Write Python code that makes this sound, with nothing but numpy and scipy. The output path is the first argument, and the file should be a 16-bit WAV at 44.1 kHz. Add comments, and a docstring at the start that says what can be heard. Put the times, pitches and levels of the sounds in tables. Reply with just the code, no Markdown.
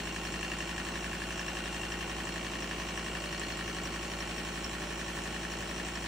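"""Under an open bonnet, close to a small stereo microphone, a diesel engine idles.
Five blows in each crank turn ring its metal parts; the last is the heaviest, so the idle limps,
and a valve ticks loudest in the blow before it. Exhaust puffs give the low throb, fan and intake roar,
gears tap much alike from turn to turn, belt-driven tones hum on their own pitches and a low hoot comes and goes."""
import sys
import numpy as np
from scipy import signal
from scipy.fft import rfft, irfft, next_fast_len
from scipy.io import wavfile
from scipy.ndimage import uniform_filter1d

SR = 44100
rng = np.random.default_rng(int(sys.argv[2]) if len(sys.argv) > 2 else 0)


def wav_record(signal):
    """Record a signal, one row per channel, as 16-bit PCM in the file named by sys.argv[1]."""
    frames = np.transpose(np.atleast_2d(signal))
    bounded = np.clip(frames, -1, 1)
    # unit amplitude maps onto the largest positive 16-bit level
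    quanta = np.round(bounded * 32767).astype(np.int16)
    wavfile.write(sys.argv[1], SR, quanta)


def gain_from_db(level_db):
    """Convert decibel levels to linear amplitude factors (20 dB per decade)."""
    decades = np.asarray(level_db, float) / 20
    return 10 ** decades


N = 267687
TURNS_PER_S = 11.39  # steady crank speed
MAX_TURNS = 71  # enough to cover the whole scene


def read(points, hz, column=1):
    """Reads a curve against pitch, with straight lines on a log pitch scale."""
    table = np.array(points)
    return np.interp(np.log(hz + 1), np.log(table[:, 0] + 1), table[:, column])


def evened(x):
    """Scales to rms 1."""
    return x / np.sqrt(np.mean(abs(x) ** 2))


def add(mix, start_s, sound):
    """Lays a sound into the mix, cut off at its end."""
    part = mix[round(start_s * SR):][:len(sound)]
    part += sound[:len(part)]


def wander(hz):
    """Slow random drift of rms 1: low-passed noise on 40 knots a second, joined by straight lines."""
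    knots = rng.standard_normal(round(N / SR * 40) + 82)
    lowpass = signal.butter(1, np.clip(hz / 20, .01, .9))
    smooth = signal.filtfilt(*lowpass, knots)[40:-40]
    return np.interp(np.arange(N), np.linspace(0, N, len(smooth)), evened(smooth))


# how far the crank runs ahead of a steady speed: time_s [s], lead_ms [ms]
CRANK_LEAD = [(0, 8.4), (.22, 3.9), (.39, 2.2), (.57, 1.35), (.92, 1.7), (1.27, 2.1), (1.71, 2.9),
              (2.15, 3.2), (2.41, 3.1), (2.68, 2.4), (3.38, 1.0), (3.99, 1.3), (4.43, 1.1), (4.78, 1.5),
              (5.13, 2.6), (5.57, 4.9), (6.07, 8.7)]


def crank():
    """Turns completed at each sample: a steady speed plus a drifting lead, which bends all engine pitches."""
    t = np.arange(N) / SR
    time_s, lead_ms = np.transpose(CRANK_LEAD)
    return TURNS_PER_S * (t + np.interp(t, time_s, lead_ms) / 1000)


# colour of the fan and intake noise: pitch_hz [Hz], relative_level_db [dB per Hz]
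ROAR_COLOUR = [(45, 3.5), (80, 4.5), (130, 7.5), (170, 6), (212, 6.5), (330, 5), (500, 4.5), (800, 3.5),
               (1400, 0.5), (2000, -2), (2600, 2.5), (3100, 0.5), (3600, -3), (4200, -1), (4800, -10),
               (5400, -0.5), (6500, -3), (8500, -4), (10500, -9.5), (15600, -13.5)]


def roar(level_db=-43.5, patchy_db=1.47):
    """Fan and intake noise from many places at once: two unrelated streams, patchy in time and pitch."""
    frames, hz = N // 256 + 7, np.fft.rfftfreq(1024, 1 / SR)
    real_1, imag_1, real_2, imag_2, patches = rng.standard_normal((frames, 513, 5)).T
    patches = uniform_filter1d(patches, size=10, axis=0)
    patches = evened(uniform_filter1d(patches, size=10, axis=1))
    colour = gain_from_db(read(ROAR_COLOUR, hz)[:, None] + patchy_db * patches)
    spectra = np.array([real_1 + 1j * imag_1, real_2 + 1j * imag_2]) * colour
    noise = signal.istft(spectra, nperseg=1024, noverlap=768)[1][:, 512:N + 512]
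    return gain_from_db(level_db) * evened(noise)


# colour of the gear, chain and tappet taps: pitch_hz [Hz], relative_level_db [dB per Hz]
RATTLE_COLOUR = [(250, -36), (420, 6.5), (520, 3), (800, 8), (900, 1), (1400, 4.5), (2000, 3.5),
                 (2600, 6.5), (3100, 6.5), (3600, -7), (4300, -5), (5500, -12), (6500, -25)]
# share of the rattle's power that slowly changes its pattern: pitch_hz [Hz], power_share [0-1]
PATTERN_DRIFT = [(800, .1), (1500, .35), (2200, .6), (3000, .85)]


def rattle(turns, patterns=6, size=32768, level_db=-44, taps_per_turn=90, spread_db=4, lag_turns=.13):
    """Gears, chain and tappets: one turn of random taps goes round and round while others fade over it."""
    taps = np.zeros((patterns, 2, size))
    shape = (patterns, 2, taps_per_turn)
    signs = rng.choice([-1, 1], shape)
    strikes = signs * gain_from_db(spread_db * np.minimum(rng.exponential(1, shape), 3))
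    # taps crowd in after each blow and thin out towards the next
    blow_place = np.array(BLOWS)[:, 0]
    places = rng.choice(blow_place, shape) + rng.exponential(lag_turns, shape)
    np.put_along_axis(taps, (places % 1 * size).astype(int), strikes, 2)

    hz = np.arange(700) * TURNS_PER_S  # harmonics of one turn
    drift = read(PATTERN_DRIFT, hz)
    share = np.sqrt([1 - drift] + [drift] * (patterns - 1))[:, None]
    loops = irfft(rfft(taps)[..., :len(hz)] * share * gain_from_db(read(RATTLE_COLOUR, hz)), size)

    fading = np.array([wander(.5) for _ in range(patterns - 1)])
    weights = [1, *fading / np.linalg.norm(fading, axis=0)]
    place = turns % 1 * size
    out = np.zeros((2, N))
    for weight, loop in zip(weights, loops):
        for port in range(2):
            out[port] += weight * np.interp(place, np.arange(size), loop[port])
    return gain_from_db(level_db) * evened(out)


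def pant(turns, fade_db=0.5, limp_db=1.5):
    """Gain curve with five even swells a turn, on top of one broad swell around the heavy blow."""
    since = (5 * turns - .45) % 1  # share of a beat gone since the last swell
    return gain_from_db(-fade_db * since + limp_db * np.cos(2 * np.pi * (turns - .98)))


# faint low hoots: start_s [s], length_s [s], pitch_hz [Hz], level_db [dB rms]
HOOTS = [(3.096, 0.34, 587, -53), (4.002, 0.25, 578, -54.5), (4.701, 0.28, 592, -52.5),
         (5.556, 0.2, 585, -54)]


def hoots():
    """Faint steady sines that fade in and out."""
    out = np.zeros(N)
    for start_s, length_s, pitch_hz, level_db in HOOTS:
        t = np.arange(0, length_s, 1 / SR)
        tone = np.sin(2 * np.pi * pitch_hz * t) * signal.windows.tukey(len(t), .6)
        add(out, start_s, gain_from_db(level_db) * tone)
    return np.sqrt(2) * out


# belt-driven tones: pitch_hz [Hz at steady speed], level_db [dB rms before its slow waver]
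HUMS = [(199.3, -58), (327, -53.5), (420.3, -61), (560.2, -60), (653.7, -59.5), (748, -60), (1873, -58)]


def hums(turns):
    """Belt-driven sines whose pitch follows the engine speed, wavering a little in level and phase."""
    engine_s, out = turns / TURNS_PER_S, np.zeros(N)
    for pitch_hz, level_db in HUMS:
        phase = 2 * np.pi * pitch_hz * engine_s + 0.25 * wander(1.0)
        out += gain_from_db(level_db + 1.2 * wander(1.5)) * np.sin(phase)
    return np.sqrt(2) * out


# lines of the exhaust throb: multiple [of the crank rate], level_db [dB rms before its slow waver]
THROB_LINES = [(4, -79), (5, -46.5), (6, -64.5), (9, -61.5), (10, -63), (11, -80), (12, -72.5), (13, -61),
               (14, -64.5), (15, -50), (16, -54), (17, -69), (20, -55), (21, -59.5), (22, -69), (23, -85),
               (24, -59.5), (26, -59), (27, -77), (28, -61.5), (29, -75.5), (30, -53.5), (31, -56),
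               (32, -76), (33, -57.5), (34, -72.5), (35, -64.5), (36, -66), (39, -74), (44, -64.5),
               (47, -60), (62, -74), (68, -68.5), (72, -59), (73, -70.5), (83, -63.5), (92, -74.5),
               (96, -57.5), (99, -61.5)]
# uneven exhaust puffs in one turn, which set how the lines start:
# place_turns [turns], strength_db [dB at multiple 16], brightness_db [dB per octave]
PUFFS = [(0.0, -5.1, 12), (.188, .6, 5.2), (.407, -7.4, 5.3), (.448, -.5, -1.6), (.776, 3.5, 2.9),
         (.864, .6, -3.8)]


def throb(turns, waver_db=0.12):
    """Exhaust: sines at multiples of the crank rate, lined up in phase as the uneven puffs set them."""
    place_turns, strength_db, brightness_db = np.transpose(PUFFS)
    out = np.zeros(N)
    for multiple, level_db in THROB_LINES:
        puffs = gain_from_db(strength_db + brightness_db * np.log2(multiple / 16))
        start = np.angle(np.sum(puffs * np.exp(-2j * np.pi * multiple * place_turns))) - .27
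        # higher lines waver more
        level = gain_from_db(level_db + waver_db * np.log(multiple / 2.0) * wander(1.1))
        out += level * np.cos(2 * np.pi * multiple * turns + start)
    return np.sqrt(2) * out


# usual blows of a turn, the heavy one last: place_turns [turns], then base levels [dB] sump_db,
# block_db, head_db, pipes_db, pump_db, valve_db, cover_db, crack_db
BLOWS = [(.112, -41.5, -36, -47.5, -51.5, -62, -49, -37.5, -37.5),
         (.29, -53.5, -50, -43.5, -76, -68, -74, -37, -66),
         (.475, -51, -51.5, -41.5, -55, -53, -45, -39.5, -45.5),
         (.692, -45.5, -44.5, -41.5, -60, -54.5, -41.5, -71, -68),
         (.895, -38.5, -35.5, -39.5, -56.5, -50, -46, -48.5, -52)]
# how much one blow differs from the next, in the same order of parts: spread_db [dB]
BLOW_SPREAD_DB = [1.2, 1.5, 2, 2.5, 2.5, 2.5, 1.2, 2]
# parts ring more or less freely as hands move over the engine:
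# time_s [s], block_db [dB], head_db [dB], pipes_db [dB], sump_db [dB]
HANDS = [(0, -6, 1.5, 8, 0), (.45, -3, 8.5, 12, 4.5), (.75, 0, 0, 4, 2), (1.2, -0.5, 3, 6, 0),
         (1.9, -0.5, 6.5, 3, -1), (2.3, 0, -3.5, 8, 3), (3, -1, 1.5, 5, 3), (3.4, 0.5, 2, 12.5, -1),
         (3.9, -1.5, -9, 8, 3), (4.3, -1.5, -8, 10.5, -2), (4.7, -2.5, -12, 4, 2), (5.25, 1, -11, 2, -4),
         (5.6, -1.5, -11, 2, -4), (6.1, -1.5, -19, 6, -4)]
# hardest knocks in the block: time_s [s], level_db [dB]
KNOCKS = [(.427, -34), (.954, -33.5), (1.217, -34), (1.48, -32.5), (1.567, -32), (1.919, -32.5),
          (2.709, -31.5), (2.974, -30.5), (3.149, -31.5), (3.413, -33), (3.677, -32), (4.203, -34),
          (4.73, -34.5), (5.081, -36), (5.256, -32.5), (5.953, -33)]
# loudest clinks of the pump: time_s [s], level_db [dB]
CLINKS = [(.25, -44), (.604, -45), (1.042, -44), (1.393, -40), (1.48, -41), (1.919, -43), (2.622, -39.5),
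          (2.974, -45), (3.326, -42), (3.852, -41), (3.94, -45), (4.203, -41), (4.38, -44), (4.643, -38),
          (5.517, -41), (5.953, -42)]
# loudest valve ticks: time_s [s], level_db [dB]
TICKS = [(.053, -33.5), (.32, -36), (.409, -36.5), (.497, -37), (.586, -35.5), (.849, -37), (1.375, -35),
         (1.813, -36), (2.252, -33), (3.395, -31.5), (3.483, -34), (3.834, -35), (4.712, -38),
         (5.238, -35.5), (5.586, -36), (5.848, -37)]


def strengths(turns, light_head_share=0.35):
    """One row per blow: its moment, which of the five it is, and how hard it hits each part."""
    place = np.arange(MAX_TURNS)[:, None] + np.array(BLOWS)[:, 0]
    moments = np.interp(place, turns, np.arange(N) / SR, -1, -1).ravel()  # -1 marks blows outside the scene
    which = np.tile(np.arange(len(BLOWS)), len(place))
    luck = rng.standard_normal((len(moments), len(BLOW_SPREAD_DB)))
    levels = np.array(BLOWS)[which, 1:] + BLOW_SPREAD_DB * luck

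    time_s, block_db, head_db, pipes_db, sump_db = np.transpose(HANDS)
    head_share = np.where(which == which.max(), 1, light_head_share)
    levels[:, 0] += np.interp(moments, time_s, sump_db)
    levels[:, 1] += np.interp(moments, time_s, block_db)
    levels[:, 2] += np.interp(moments, time_s, head_db) * head_share
    levels[:, 3] += np.interp(moments, time_s, pipes_db)
    # the strongest hits set the level of the nearest blow
    for part, table in ((1, KNOCKS), (4, CLINKS), (5, TICKS)):
        for time_s, level_db in table:
            levels[np.argmin(abs(moments - time_s)), part] = level_db
    inside = moments > 0
    return moments[inside], which[inside], levels[inside]


# ringing modes, one list each for sump, block, head, pipes, pump, valve and cover:
# pitch_hz [Hz], level_db [dB relative to the part], t60_s [s]
RINGS = [
    [(1016, -10, 0.069), (1047, -7.5, 0.05), (1089, -4.5, 0.08), (1140, -17, 0.027)],
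    [(1655, -9, .035), (1717, -5, .07), (1767, -5.5, .065), (1814, -7.5, .055), (1873, -5, .085),
     (1960, -13, .025), (2324, -4, .025)],
    [(2500, -16.5, 0.036), (2700, -16.5, 0.034), (2760, -4, 0.1), (2803, -5, 0.06), (2944, -13.5, 0.07),
     (3140, -12.5, .04), (3104, -13.5, 0.053)],
    [(4283, -3, 0.097), (4910, 2.5, 0.012)],
    [(5450, -2, 0.045), (5646, 2.5, 0.06), (5610, 3.5, 0.043)],
    [(6900, -16, 0.015), (7316, -7, 0.053), (7380, 7, 0.011)],
    [(1347, -10, 0.07), (1415, -11, 0.032), (1487, -1.5, 0.043)],
]


def blows(turns, mode_spread_db=1.0, detune=.006, rise_cycles=5.7, crack_s=0.0072, fresh=0.28,
          slip_s=.00002, gather_s=.0025, creep_s=.00003, light_smear=0.3, heavy_smear=0.28):
    """Each blow rings decaying modes of every part plus a noise crack, much alike at each place in the turn."""
    hz, db, t60 = (column[:, None] for column in np.concatenate(RINGS).T)
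    part = np.repeat(np.arange(len(RINGS)), [len(modes) for modes in RINGS])
    t = np.arange(3500) / SR
    # twelve sets of slightly different pitches; the higher modes vary most
    pitches = hz * (1 + detune * (hz / 5000) ** 2 * rng.standard_normal((12, len(hz), 1)))
    envelope = gain_from_db(db - 60 * t / t60) * (1 - np.exp(-t * hz / rise_cycles))
    banks = envelope * np.exp(2j * np.pi * pitches * t)

    # usual start of each mode, in cycles; the heavy blow scatters them slightly less
    habit = rng.random((len(BLOWS), len(hz))) * light_smear
    habit[-1] *= heavy_smear / light_smear
    habit -= gather_s * hz[:, 0]  # the modes fall into step a moment after the blow
    usual_snap = rng.standard_normal((len(BLOWS), len(t)))
    # from turn to turn the moment at which a blow reaches each part creeps a little
    steps_s = creep_s * rng.standard_normal((MAX_TURNS, len(BLOWS), len(RINGS)))
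    creep = np.cumsum(steps_s, axis=0)[..., part] * hz[:, 0]

    ringing, crack = np.zeros((2, N))
    for moment, which, levels in zip(*strengths(turns)):
        level_luck, slip_luck = rng.standard_normal((2, len(hz)))
        cycles = habit[which] + creep[int(moment * TURNS_PER_S), which] + slip_s * hz[:, 0] * slip_luck
        strike = gain_from_db(levels[part] + mode_spread_db * level_luck) * np.exp(2j * np.pi * cycles)
        add(ringing, moment, (strike @ banks[rng.integers(len(banks))]).imag)
        snap = fresh * rng.standard_normal(len(t)) + np.sqrt(1 - fresh ** 2) * usual_snap[which]
        add(crack, moment, gain_from_db(levels[-1]) * np.exp(-t / crack_s) * snap)
    crack_band = signal.butter(2, [1300, 4800], "bandpass", fs=SR, output="sos")
    return ringing + signal.sosfilt(crack_band, crack)


def scattered(x, t60=0.071):
    """The same sound by way of the bonnet and engine bay: a short dense noise tail."""
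    t = np.arange(2000) / SR
    tail = rng.standard_normal(len(t)) * gain_from_db(-60 * t / t60)
    return signal.oaconvolve(x, tail / np.linalg.norm(tail))[:N]


# the two microphone ports: pitch_hz [Hz], likeness [0-1], left_lead_rad [radians]
PORTS = [(40, 1, 0), (62, .999, 0), (85, .987, 0), (200, .99, -.03), (330, .975, -.12), (500, .7, -.5),
         (800, .57, -.48), (1400, .76, -.1), (2000, .9, 0), (2600, .28, -.1), (3100, .25, .5),
         (3600, .5, .2), (4700, .4, .3), (6500, .7, -1), (8500, .75, -1.7), (10300, .8, -2.7)]
# high treble, where the ports swing against each other: pitch_hz [Hz], likeness [0-1], left_lead_rad [radians]
OPPOSED_PORTS = [(10900, .9, -2.9), (11150, .999, -3.14), (13650, .999, -3.14), (13900, .6, -4.1),
                 (15700, .5, -4.2)]


def scene():
    """Direct and scattered sound reach the two ports with a likeness and a lag that depend on pitch."""
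    turns = crank()
    air = roar() + rattle(turns)
    bass = signal.sosfiltfilt(signal.butter(2, 600, fs=SR, output="sos"), air)
    air = bass + (air - bass) * evened(pant(turns))  # the bass stays even
    tones = throb(turns) + hums(turns) + hoots()
    knocks = blows(turns)

    size = next_fast_len(N + 4096)
    hz = np.fft.rfftfreq(size, 1 / SR)
    ports = PORTS + OPPOSED_PORTS
    likeness = np.clip(read(ports, hz), 0, 1)
    shared = np.sqrt((1 + likeness) / 2) * rfft(knocks + tones + air[0], size)
    # steady tones differ between the ports in phase only
    differing = rfft(scattered(knocks) + air[1], size) - .5j * rfft(tones, size)
    apart = np.sqrt((1 - likeness) / 2) * differing
    lead = np.exp(.5j * read(ports, hz, column=2))  # half the lead to each side
    left = irfft((shared + apart) * lead, size)
    right = irfft((shared - apart) / lead, size)
    return np.array([left, right])[:, :N]


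def band_limit(x):
    """A steep low-pass at the top of the band."""
    return signal.sosfilt(signal.butter(12, 16750, fs=SR, output="sos"), x)


def record(dry):
    """Cuts the deep bass and limits the top of the band."""
    low_hz, top_hz = 38, 15750
    thin = signal.sosfilt(signal.butter(3, low_hz, "highpass", fs=SR, output="sos"), dry)
    lowpass = signal.firwin(801, top_hz, window=("kaiser", 9), fs=SR)
    finished = signal.oaconvolve(thin, lowpass[None], "same")
    return band_limit(finished)


dry = scene()
out = record(dry)
wav_record(out)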